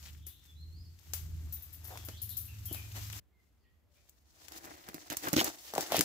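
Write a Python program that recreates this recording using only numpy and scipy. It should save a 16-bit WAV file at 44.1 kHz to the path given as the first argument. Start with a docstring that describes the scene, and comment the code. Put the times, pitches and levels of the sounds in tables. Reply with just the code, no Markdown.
"""Leaves rustle, twigs snap and zip pulls jingle as a hiker with a stick climbs down a forest bank.
A songbird sings in the canopy, and under a low wind something like a far engine drones.
The scene then cuts abruptly to a quieter spot, where he pushes past the microphone: boots thud and
crunch on dry litter, his stick knocks on roots. Leaves and litter are showers of tiny fractures,
twigs crack and splinter, metal and ground ring when struck, and the trees scatter the sound."""
import sys
import numpy as np
from scipy import signal
from scipy.fft import rfft, irfft, next_fast_len
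from scipy.io import wavfile
from scipy.ndimage import map_coordinates

SR = 44100
rng = np.random.default_rng(int(sys.argv[2]) if len(sys.argv) > 2 else 0)


def generate_wav(signal):
    """Clip the signal to [-1, 1] and save it as 16-bit WAV at the path in sys.argv[1]."""
    frames = np.transpose(np.atleast_2d(signal))
    scaled = np.clip(frames, -1, 1) * 32767
    pcm = np.round(scaled).astype(np.int16)
    wavfile.write(sys.argv[1], SR, pcm)


N = 266672
TIME = np.arange(N) / SR
CHANGE_S = 3.2   # the cut from the bank to the quieter spot

# Tone of wind on the microphone. Each row: frequency in Hz, level in dB.
WIND_SPECTRUM = [(30, -12), (45, -2), (62, 9.5), (115, -1), (155, -4), (195, -17.5), (300, -14.5),
                 (700, -49.5)]
# The hiker's place in the stereo image. Each row: time in seconds, left over right in dB,
# lag of the left side in milliseconds.
HIKER_PATH = [(0, 4.5, 0.055), (3.1, 4, -0.32), (4.7, 1.5, 0.41), (5.2, -1, 0.396), (6.05, 1, 0.029)]
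# Twigs breaking. Each row: start in seconds, relative peak in dB, left over right in dB,
# weight of the crack's midrange body in dB.
TWIG_SNAPS = [(0.148, -54, 6, 13), (0.2666, -32, 4, -52), (1.1344, -19.5, 10.5, -16.5),
              (1.9732, -30, 6, -14), (2.0859, -28, 3, -9.5), (2.746, -32, 4, -8.5), (3.1, -33, 8, -6),
              (3.1267, -29, 6, -25), (3.131, -38.5, 13, 14), (4.094, -39.5, 8, -52),
              (4.4822, -32.5, 13, -13), (4.52, -31.5, 0, -20), (4.8869, -28, -1, -9.5),
              (4.9436, -25, -3, -18), (5.101, -22, -14, -19.5), (5.1688, -15.5, 1, -24.5),
              (5.2837, -18, 10, -9.5), (5.33, -12.5, -6, -25), (5.337, -20, -9, -3), (5.3647, -15, -5, -9),
              (5.411, -15, 2, -9), (5.443, -11.5, 0, -35), (5.465, -26.5, 5, -7), (5.489, -29, 6, -25),
              (5.7372, -25.5, 10, -20), (5.751, -20.5, 6, -19), (5.7789, -19, 9, -10),
              (5.808, -19, 19, -25), (5.92, -16.5, 6, -7), (5.966, -15, 9, -25), (5.991, -12.5, 0, -19.5),
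              (6.0085, -4, 7, -16.5)]


def from_db(db):
    """Decibels to gain."""
    return 10 ** (np.asarray(db) / 20)


def rms_one(x):
    """Scale to rms 1."""
    return x / np.sqrt(np.mean(x ** 2) + 1e-20)


def in_time(rows):
    """Turn rows that start with a time into one curve for each further column."""
    times, *columns = np.transpose(rows)
    return [np.interp(TIME, times, column) for column in columns]


def drift(per_s):
    """A random wander of rms 1, with `per_s` turning points a second."""
    knots = rng.standard_normal(8192)
    return rms_one(np.interp(TIME * per_s, np.arange(len(knots)), knots))


def panned(pan_db):
    """Left and right gains; positive leans left."""
    gains = from_db(np.array([[.5], [-.5]]) * pan_db)
    return gains / gains.mean(axis=0)


def colour(x, spectrum):
    """Minimum-phase EQ through (Hz, dB) points; keeps the power of white noise."""
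    size = 2 * next_fast_len(x.shape[-1] // 2 + 2048)
    hz, db = np.transpose(spectrum)
    bin_hz = np.arange(size // 2 + 1) * SR / size
    gain = rms_one(from_db(np.interp(np.log(bin_hz + 1), np.log(hz), db)))
    fold = 2. * (np.arange(size) < size // 2)   # folding the cepstrum keeps attacks free of pre-ring
    fold[0] = 1
    response = np.exp(rfft(irfft(np.log(gain)) * fold))
    return irfft(rfft(x, size) * response)[..., :x.shape[-1]]


def ring(x, hz, t60):
    """A resonator: a unit click sets a sine of height 1 ringing."""
    radius, angle = from_db(-60 / (t60 * SR)), 2 * np.pi * hz / SR
    return signal.lfilter([0, np.sin(angle)], [1, -2 * radius * np.cos(angle), radius ** 2], x + 1e-18)


def band(x, low_hz, high_hz):
    """Gentle band-pass."""
    sos = signal.butter(1, [low_hz, min(high_hz, .45 * SR)], "band", fs=SR, output="sos")
    return signal.sosfilt(sos, x + 1e-18)


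def add(track, start_s, sound):
    """Mix a sound into a track."""
    i = max(round(start_s * SR), 0)
    track[..., i:i + sound.shape[-1]] += sound[..., :max(N - i, 0)]


def stereo_noise(alike, size):
    """White noise, from wide (alike = 0) to mono (alike = 1)."""
    mid, side = rng.standard_normal((2, size))
    return np.sqrt((1 + alike) / 2) * mid + np.sqrt((1 - alike) / 2) * side * [[1], [-1]]


def grains(per_s, spread_db, alike, size):
    """Random tiny clicks of uneven strength; rms 1."""
    strengths = from_db(spread_db * np.minimum(rng.exponential(1, size), 4))
    return rms_one(stereo_noise(alike, size) * strengths * (rng.random(size) < per_s / SR))


def woodland(x, t60):
    """Dense scatter from trunks, leaves and banks, different at each ear."""
    t = TIME[:SR]
    scatter = rng.standard_normal((2, SR)) * from_db(-60 * t / t60) * (t > .002)
    return signal.fftconvolve(np.atleast_2d(x), rms_one(scatter) / np.sqrt(SR), axes=1)[:, :N]


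def forest_air():
    """A faint, steady bed of bass-heavy noise."""
    # Tone of the air. Each row: frequency in Hz, level in dB.
    air_spectrum = [(25, -14), (70, 15.5), (130, -3), (300, -6), (600, -15), (1200, -19.5), (2500, -23),
                    (6000, -30.5), (16000, -27)]
    return from_db(-69) * colour(stereo_noise(0.41, N), air_spectrum)


def wind_and_rumble(drone_gain, wind_db, rumble_db):
    """Steady wind on the microphone, plus a rumble that rises and falls with the drone."""
    gain = np.hypot(from_db(wind_db), from_db(rumble_db) * drone_gain)
    return gain * colour(stereo_noise(0.64, N), WIND_SPECTRUM)


def gust(peak_s, width_s, db):
    """One soft puff of air on the microphone."""
    swell = from_db(db) * np.exp(-((TIME - peak_s) / width_s) ** 2)
    return swell * colour(stereo_noise(1, N), WIND_SPECTRUM)


def drone_effort(idle_db, run_s, run_db, run_hz, upper_s, upper_db, upper_db_per_s, rise_s):
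    """The drone swells three times over an idle, then runs on as an upper tone grows against it."""
    # The drone's swells. Each row: start in seconds, length in seconds, level in dB, pitch in Hz.
    swells = [(-0.04, 0.37, -51.5, 76.25), (0.489, 0.5, -49, 82.36), (1.061, 0.57, -42, 82.1)]
    lower_gain = from_db(idle_db) + from_db(run_db) * np.clip((TIME - run_s) / rise_s, 0, 1)
    for start, length, db, _ in swells:
        progress = np.clip((TIME - start) / length, 0, 1)
        lower_gain += from_db(db) * np.abs(np.sin(np.pi * progress)) ** 0.74   # a broad arch
    pitches = [(start + length / 2, hz) for start, length, _, hz in swells]
    lower_hz, = in_time(pitches + [(run_s, run_hz)])
    upper_age = TIME - upper_s
    upper_gain = from_db(upper_db + upper_db_per_s * upper_age) * np.clip(upper_age / rise_s, 0, 1)
    return lower_gain, lower_hz, upper_gain


def drone(gain, hz, octave_db, waver_db):
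    """A wavering low tone with a weak octave, like an engine far off."""
    phase = 2 * np.pi * np.cumsum(hz * (1 + 0.0165 * drift(6.7))) / SR
    tone = np.sin(phase) + from_db(octave_db) * np.sin(2 * phase)
    return np.sqrt(2) * gain * from_db(waver_db * drift(34)) * tone


def songbird(gain_db, flutter_db, echo_db, echo_s):
    """Clear and burry notes swell, glide, level off and fade; the trees scatter them."""
    # The song. Each row: start in seconds, length in seconds, first and last pitch in Hz,
    # relative level in dB, burr as a share of the pitch.
    notes = [(0.146, 0.31, 3100, 3670, -74, 0.078), (0.464, 0.064, 3630, 3430, -72.5, 0.013),
             (0.546, 0.12, 3740, 4280, -71, 0.0091), (0.715, 0.044, 4160, 4370, -70, 0.0091),
             (0.735, 0.125, 4390, 5160, -74.5, 0.0086), (0.842, 0.035, 5000, 4320, -72, .008),
             (1.489, 0.13, 4400, 3550, -75, 0.055), (1.875, 0.2, 3880, 3235, -70, 0.036),
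             (2.103, 0.091, 2800, 3440, -63.5, 0.045), (2.162, 0.054, 3500, 4660, -63, 0.084),
             (2.28, 0.075, 4570, 3750, -63, 0.096), (2.47, 0.052, 2710, 2636, -64.5, 0.046),
             (2.656, 0.092, 3210, 3010, -61, 0.045), (2.751, 0.044, 2590, 2413, -59, 0.044),
             (3.32, 0.1, 2170, 2070, -85, 0.023), (3.583, 0.08, 4750, 4430, -91, 0.052),
             (3.61, 0.11, 1990, 1905, -85, 0.025), (3.618, 0.085, 2920, 3170, -87, 0.11),
             (3.79, 0.32, 593, 568, -88, 0.073), (3.949, 0.067, 2250, 2390, -82, 0.061)]
    song, wobble = np.zeros(N), drift(600)
    for start, length, first_hz, last_hz, db, burr in notes:
        progress = np.linspace(0, 1, round(length * SR))
        glide_hz = last_hz + (first_hz - last_hz) * (1 - progress) ** 2
        hz = glide_hz * (1 + burr * wobble[round(start * SR):][:len(progress)])
        add(song, start, from_db(db) * np.sin(np.pi * progress) * np.sin(2 * np.pi * np.cumsum(hz) / SR))
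    song = from_db(gain_db) * song * rms_one(from_db(flutter_db * drift(70)))
    return song + from_db(echo_db) * woodland(song, t60=echo_s)


def stir(steady_db, soil_db, shake_db, settle_s=0.06):
    """Leaf and soil envelopes in dB: a steady stir, a swell for each sweep, leaves shaken by snaps."""
    # A leg or sleeve sweeps through a plant. Each row: strongest moment in seconds, length in seconds,
    # relative level of the leaves in dB, relative level of soil and cloth in dB.
    sweeps = [(0.022, 0.14, -62.5, -80), (0.456, 0.088, -71, -94), (1.093, 0.17, -66, -65),
              (1.48, 0.61, -69, -66), (1.926, 0.17, -60, -53), (2.753, 0.14, -60.5, -54.5),
              (2.966, 0.037, -50, -45.5), (3.033, 0.072, -53, -71), (3.161, 0.081, -53, -53.5),
              (3.99, 0.13, -70.5, -105), (4.434, 0.14, -59.5, -70), (4.535, 0.053, -56.5, -57.5),
              (4.67, 0.08, -56.5, -53.5), (4.908, 0.15, -79, -59.5), (5.117, 0.031, -44.5, -44),
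              (5.242, 0.046, -45.5, -48.5), (5.461, 0.037, -39, -43), (5.656, 0.12, -51, -88),
              (5.792, 0.084, -41, -50.5), (5.951, 0.097, -39.5, -45)]
    power = from_db([steady_db, steady_db + soil_db]) ** 2
    for peak_s, length, *levels_db in sweeps:
        width_s = length * np.where(TIME < peak_s, 0.36, 0.78)   # quick rise, slower fall
        swell = np.exp(-np.minimum(((TIME - peak_s) / width_s) ** 2, 50))
        power += from_db(levels_db)[:, None] ** 2 * swell
    for start, db, *_ in TWIG_SNAPS:
        shake = from_db(db + shake_db) * np.exp(-TIME[:SR // 2] / settle_s)
        add(power[0], start, shake ** 2)
    return 10 * np.log10(power)


def rustle(envelopes, spectrum, leaves_gain_db, soil_gain_db, per_s, spread_db, slide_db, flutter_db):
    """Leaves tick and slide, each size in its own octave; soil and cloth scuff below."""
    # Tone of soil and cloth. 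Each row: frequency in Hz, level in dB.
    soil_spectrum = [(70, -12), (150, -9), (220, -11), (310, 5.5), (470, -8), (720, -1), (1100, -7),
                     (2000, -6), (5000, -35.5)]
    leaves_db, soil_db = envelopes
    clumps, leaves = drift(55), 0
    ticks = grains(per_s, spread_db, 0.097, N)
    for low_hz in 500 * 2 ** np.arange(5):
        slide = from_db(slide_db) * grains(6000, 0.36, 0.034, N)
        staggered_ticks = np.roll(ticks, low_hz // 20)
        flutter = from_db(flutter_db * (clumps + drift(45)))
        leaves = leaves + band(staggered_ticks + slide, low_hz, 2 * low_hz) * flutter
    leaves = rms_one(leaves) * from_db(leaves_db + leaves_gain_db)
    leaves = colour(leaves, spectrum) * panned(in_time(HIKER_PATH)[0])
    soil = grains(900, 2.1, 0.69, N) * from_db(soil_db + soil_gain_db + flutter_db * clumps)
    return leaves + colour(soil, soil_spectrum) * panned(1.6)


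def bank_undergrowth():
    """A bright, sliding rustle that grows as he comes down the bank."""
    # Tone of the leaves on the bank. Each row: frequency in Hz, level in dB.
    leaf_spectrum = [(500, -8), (1200, 0.5), (2800, 2.5), (5000, 3.5), (7500, 4.5), (10000, 0),
                     (13000, 5.5), (16000, 4)]
    envelopes = stir(steady_db=-81.5 + 7 * TIME, soil_db=-8, shake_db=-30.5)
    return rustle(envelopes, leaf_spectrum, leaves_gain_db=6, soil_gain_db=-7,
                  per_s=290, spread_db=7, slide_db=8, flutter_db=0)


def near_undergrowth():
    """Leaves rustle in clumps as he nears the second spot and pushes past."""
    # Tone of the close leaves. Each row: frequency in Hz, level in dB.
    leaf_spectrum = [(500, 0), (1200, -5), (2500, -5), (4000, -1.5), (6500, -1), (10000, -3.5), (13000, -6),
                     (16000, 1)]
    # The steady stir of his approach. 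Each row: time in seconds, relative level in dB.
    approach = [(3.3, -77), (3.88, -95.5), (4.55, -60.5), (5.05, -60.5), (5.39, -46), (5.68, -64),
                (6.0, -62)]
    envelopes = stir(steady_db=in_time(approach)[0], soil_db=-11.5, shake_db=-35)
    return rustle(envelopes, leaf_spectrum, leaves_gain_db=3.5, soil_gain_db=3.5,
                  per_s=300, spread_db=2.5, slide_db=2, flutter_db=2)


def zip_pulls(touch_s, rattle_db, rattle_s, ring_db, clink_db, detune, strike_spread_db):
    """Metal pulls knock together, rattle briefly and ring a different mix of their modes each time."""
    # The knocks. Each row: start in seconds, relative level in dB.
    jingles = [(0.2644, -39.5), (1.135, -33.5), (1.5233, -33), (1.621, -43), (1.727, -42.5),
               (1.8421, -43.5), (1.871, -46), (2.0488, -43), (2.217, -32), (2.291, -35), (2.311, -41.5),
               (2.368, -28), (2.41, -41.5), (2.452, -43), (2.6545, -35), (2.724, -34.5)]
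    # Modes of the metal. Each row: frequency in Hz, relative level in dB.
    modes = [(9850, -16.5), (10790, -13.5), (11100, -1), (11390, -11.5), (11960, -20), (12280, -16),
             (12660, -22), (13220, -9), (13850, -3), (14520, 0), (15050, 1)]
    # Tone of the contact noise. Each row: frequency in Hz, level in dB.
    clink_spectrum = [(1500, -20), (4000, -6), (7500, -0.5), (9500, -0.5), (11500, 16), (15000, 9),
                      (16500, -24)]
    metal, t = np.zeros((2, N)), TIME[:SR // 4]
    for start, db in jingles:
        knock = grains(5900, 0.81, 0.97, len(t)) * np.exp(-t / touch_s)
        rattle = from_db(rattle_db) * grains(300, 2.7, 0.62, len(t)) * np.exp(-t / rattle_s)
        touches = (knock + rattle) * (1 - np.exp(-t / .002))
        jingle = from_db(clink_db) * colour(touches, clink_spectrum)
        for hz, mode_db in modes:
            bend, strike = rng.standard_normal(2)   # pressing on each other shifts pitch and strength
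            gain = from_db(ring_db + mode_db + strike_spread_db * strike)
            jingle += gain * ring(touches, hz * (1 + detune * bend), t60=0.09)
        add(metal, start, from_db(db) * jingle)
    return (metal + from_db(1) * woodland(metal, t60=0.25)) * panned(9.3)


def skid(start_s, length_s, db, hz):
    """A sole slips under load: quick catches ring one narrow resonance."""
    out, progress = np.zeros((2, N)), np.linspace(0, 1, round(length_s * SR))
    catches = grains(2900, -8, 0.98, len(progress))
    rasp = rms_one(ring(catches, hz, t60=0.0029))
    add(out, start_s, from_db(db) * np.sin(np.pi * progress) * rasp)
    return out


def litter_crunches(per_s, spread_db, fade_s, fringe_db):
    """A sole breaks a dense run of dry leaves and stalks."""
    # Litter crushed or scraped. Each row: start in seconds, hold in seconds, relative level in dB,
    # band centre in Hz.
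    crunches = [(0.027, 0.054, -61.5, 6000), (0.055, 0.038, -59.5, 2900), (1.905, 0.068, -54, 730),
                (2.732, 0.041, -60.5, 2900), (5.1, 0.011, -47.5, 2820), (5.279, 0.0063, -55, 1690),
                (5.361, 0.056, -37, 5260), (5.374, 0.025, -35, 2540), (5.93, 0.065, -39.5, 3330)]
    out, t = np.zeros((2, N)), TIME[:SR // 4]
    for start, hold, db, hz in crunches:
        breaks = grains(per_s, spread_db, .9 if hz < 1000 else .5, len(t))
        edges_hz = hz * 0.5, hz * 1.65
        crush = rms_one(band(band(breaks, *edges_hz), *edges_hz))
        fringe = from_db(fringe_db) * breaks * min(hz / 3000, 1)   # full-range crackle on top
        envelope = np.exp(-np.maximum(t - hold, 0) / fade_s)
        add(out, start, from_db(db) * (crush + fringe) * envelope)
    return out * panned(in_time(HIKER_PATH)[0])


def boots_and_stick(boot_hz, weight_hz, weight_db, cycles, earth_db, earth_s):
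    """A blow on the ground rings for a few cycles and shakes the loose earth."""
    # Boots landing. Each row: start in seconds, relative level in dB.
    boots = [(2.085, -39), (2.712, -35), (2.971, -46), (4.889, -42), (4.945, -37), (5.105, -33.5),
             (5.275, -28), (5.331, -18), (5.338, -27), (5.365, -16.5), (5.381, -20), (5.982, -26),
             (5.994, -21)]
    # The stick on roots. Each row: start in seconds, relative level in dB, pitch in Hz.
    knocks = [(2.087, -39.5, 522), (2.7475, -41, 750), (5.272, -22, 1430), (5.413, -17.5, 740),
              (5.737, -27.5, 740), (5.761, -26, 660), (5.7806, -17, 686), (5.921, -19.5, 667),
              (5.9445, -17.5, 644)]
    out, t = np.zeros((2, N)), TIME[:SR // 8]
    soles = [(start, db, boot_hz * np.exp(0.055 * rng.standard_normal())) for start, db in boots]
    body_weight = [(start, db + weight_db, weight_hz) for start, db in boots]
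    for blows, wave in ((soles + body_weight, np.sin), (knocks, np.cos)):   # sine: soft; cosine: hard
        for start, db, hz in blows:
            blow = wave(2 * np.pi * hz * t) * np.exp(-t * hz / cycles)
            earth = band(stereo_noise(0.96, len(t)), hz / 2, hz * 1.93)
            earth = rms_one(band(earth, 100, 330)) * np.exp(-t / earth_s)
            add(out, start, from_db(db) * (blow + from_db(earth_db) * earth))
    out = band(out, 100, 3000)
    return (out + from_db(-13) * woodland(out, t60=0.32)) * panned(0.61)


def twig_snaps(bend_s, break_s, splinter_db, splinter_s, gain_db, far_echo_db, near_echo_db):
    """A twig strains, gives way in one sharp crack, then its fibres splinter for a few milliseconds."""
    out, t = np.zeros((2, N)), TIME[:SR // 10] - bend_s
    for start, db, pan_db, body_db in TWIG_SNAPS:
        crack = stereo_noise(0.28, len(t)) * np.exp(-np.maximum(t, -2 * t) / break_s)
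        crack /= np.abs(crack).max(axis=1, keepdims=True)
        splinters = grains(5000, 1.2, 0.42, len(t)) * np.exp(-np.abs(t) / splinter_s)
        wood_spectrum = [(500, -5.5), (1400, body_db + 13), (3200, body_db + 9),
                         (6000, -0.5), (12000, -2), (16000, -3)]
        snap = colour(crack + from_db(splinter_db) * splinters, wood_spectrum)
        snap /= np.abs(snap).max(axis=1).mean()
        add(out, start, snap * from_db(db + gain_db) * panned(pan_db))
    echo_db = np.where(TIME < CHANGE_S, far_echo_db, near_echo_db)
    echo_send = band(out, 2430, 15000) * from_db(echo_db)   # leaves scatter mostly treble
    return out + woodland(echo_send, t60=0.33)


def at_two_ports(x):
    """Sound from the hiker reaches the nearer microphone port first."""
    half_lag = in_time(HIKER_PATH)[1] / 2 * SR / 1000
    return np.array([map_coordinates(side, [np.arange(N) - sign * half_lag], order=5)
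                     for side, sign in zip(x, (1, -1))])


def scene():
    """The bank, then the quieter spot; forest air and birdsong run through both."""
    lower_gain, lower_hz, upper_gain = drone_effort(
        idle_db=-67.5, run_s=1.59, run_db=-54.5, run_hz=81.4,
        upper_s=1.743, upper_db=-55.5, upper_db_per_s=6.5, rise_s=0.17)
    wind = wind_and_rumble(np.hypot(lower_gain, upper_gain), wind_db=-63, rumble_db=-5.5)
    hum = drone(lower_gain, lower_hz, octave_db=-21, waver_db=0)
    hum += drone(upper_gain, hz=104.4, octave_db=-23, waver_db=2.5)
    bank_leaves, near_leaves = bank_undergrowth(), near_undergrowth()
    air = forest_air()
    steps = boots_and_stick(boot_hz=299.5, weight_hz=165, weight_db=-12.5,
                            cycles=1.88, earth_db=-9, earth_s=0.0093)
    steps += litter_crunches(per_s=2500, spread_db=1, fade_s=0.011, fringe_db=3)
    steps += skid(start_s=5.383, length_s=0.03, db=-29, hz=3050)
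    twigs = twig_snaps(bend_s=0.00126, break_s=0.0003, splinter_db=-18, splinter_s=0.0063,
                       gain_db=2.5, far_echo_db=-8, near_echo_db=-11.5)
    metal = zip_pulls(touch_s=0.0077, rattle_db=-5.5, rattle_s=0.0073, ring_db=-34.5, clink_db=-0.5,
                      detune=0.012, strike_spread_db=4)
    song = songbird(gain_db=6.5, flutter_db=1.5, echo_db=3, echo_s=0.55)
    puff = gust(peak_s=4.6, width_s=0.18, db=-65)
    on_bank = np.clip((CHANGE_S - TIME) / .006, 0, 1)
    # The hiker is muted briefly after the cut, so his tails do not ring across it.
    gate = np.maximum(on_bank, np.clip((TIME - CHANGE_S - .15) / .05, 0, 1))
    hiker = on_bank * (bank_leaves + metal) + gate * ((1 - on_bank) * near_leaves + steps + twigs)
    return air + on_bank * (wind + hum) + puff + song + at_two_ports(hiker)


def record(dry):
    """Each microphone port swallows a band near 9 kHz, the right more; deep bass and the top are cut."""
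    left = dry[0] - .6 * signal.lfilter(*signal.iirpeak(9200, Q=7, fs=SR), dry[0])
    right = dry[1] - .8 * signal.lfilter(*signal.iirpeak(9350, Q=3.8, fs=SR), dry[1])
    low_cut = signal.butter(2, 45, "high", fs=SR, output="sos")
    high_cut = signal.ellip(10, .2, 80, 15550, fs=SR, output="sos")
    return signal.sosfilt(high_cut, signal.sosfilt(low_cut, [left, right]))


dry = scene()
out = record(dry)
generate_wav(out)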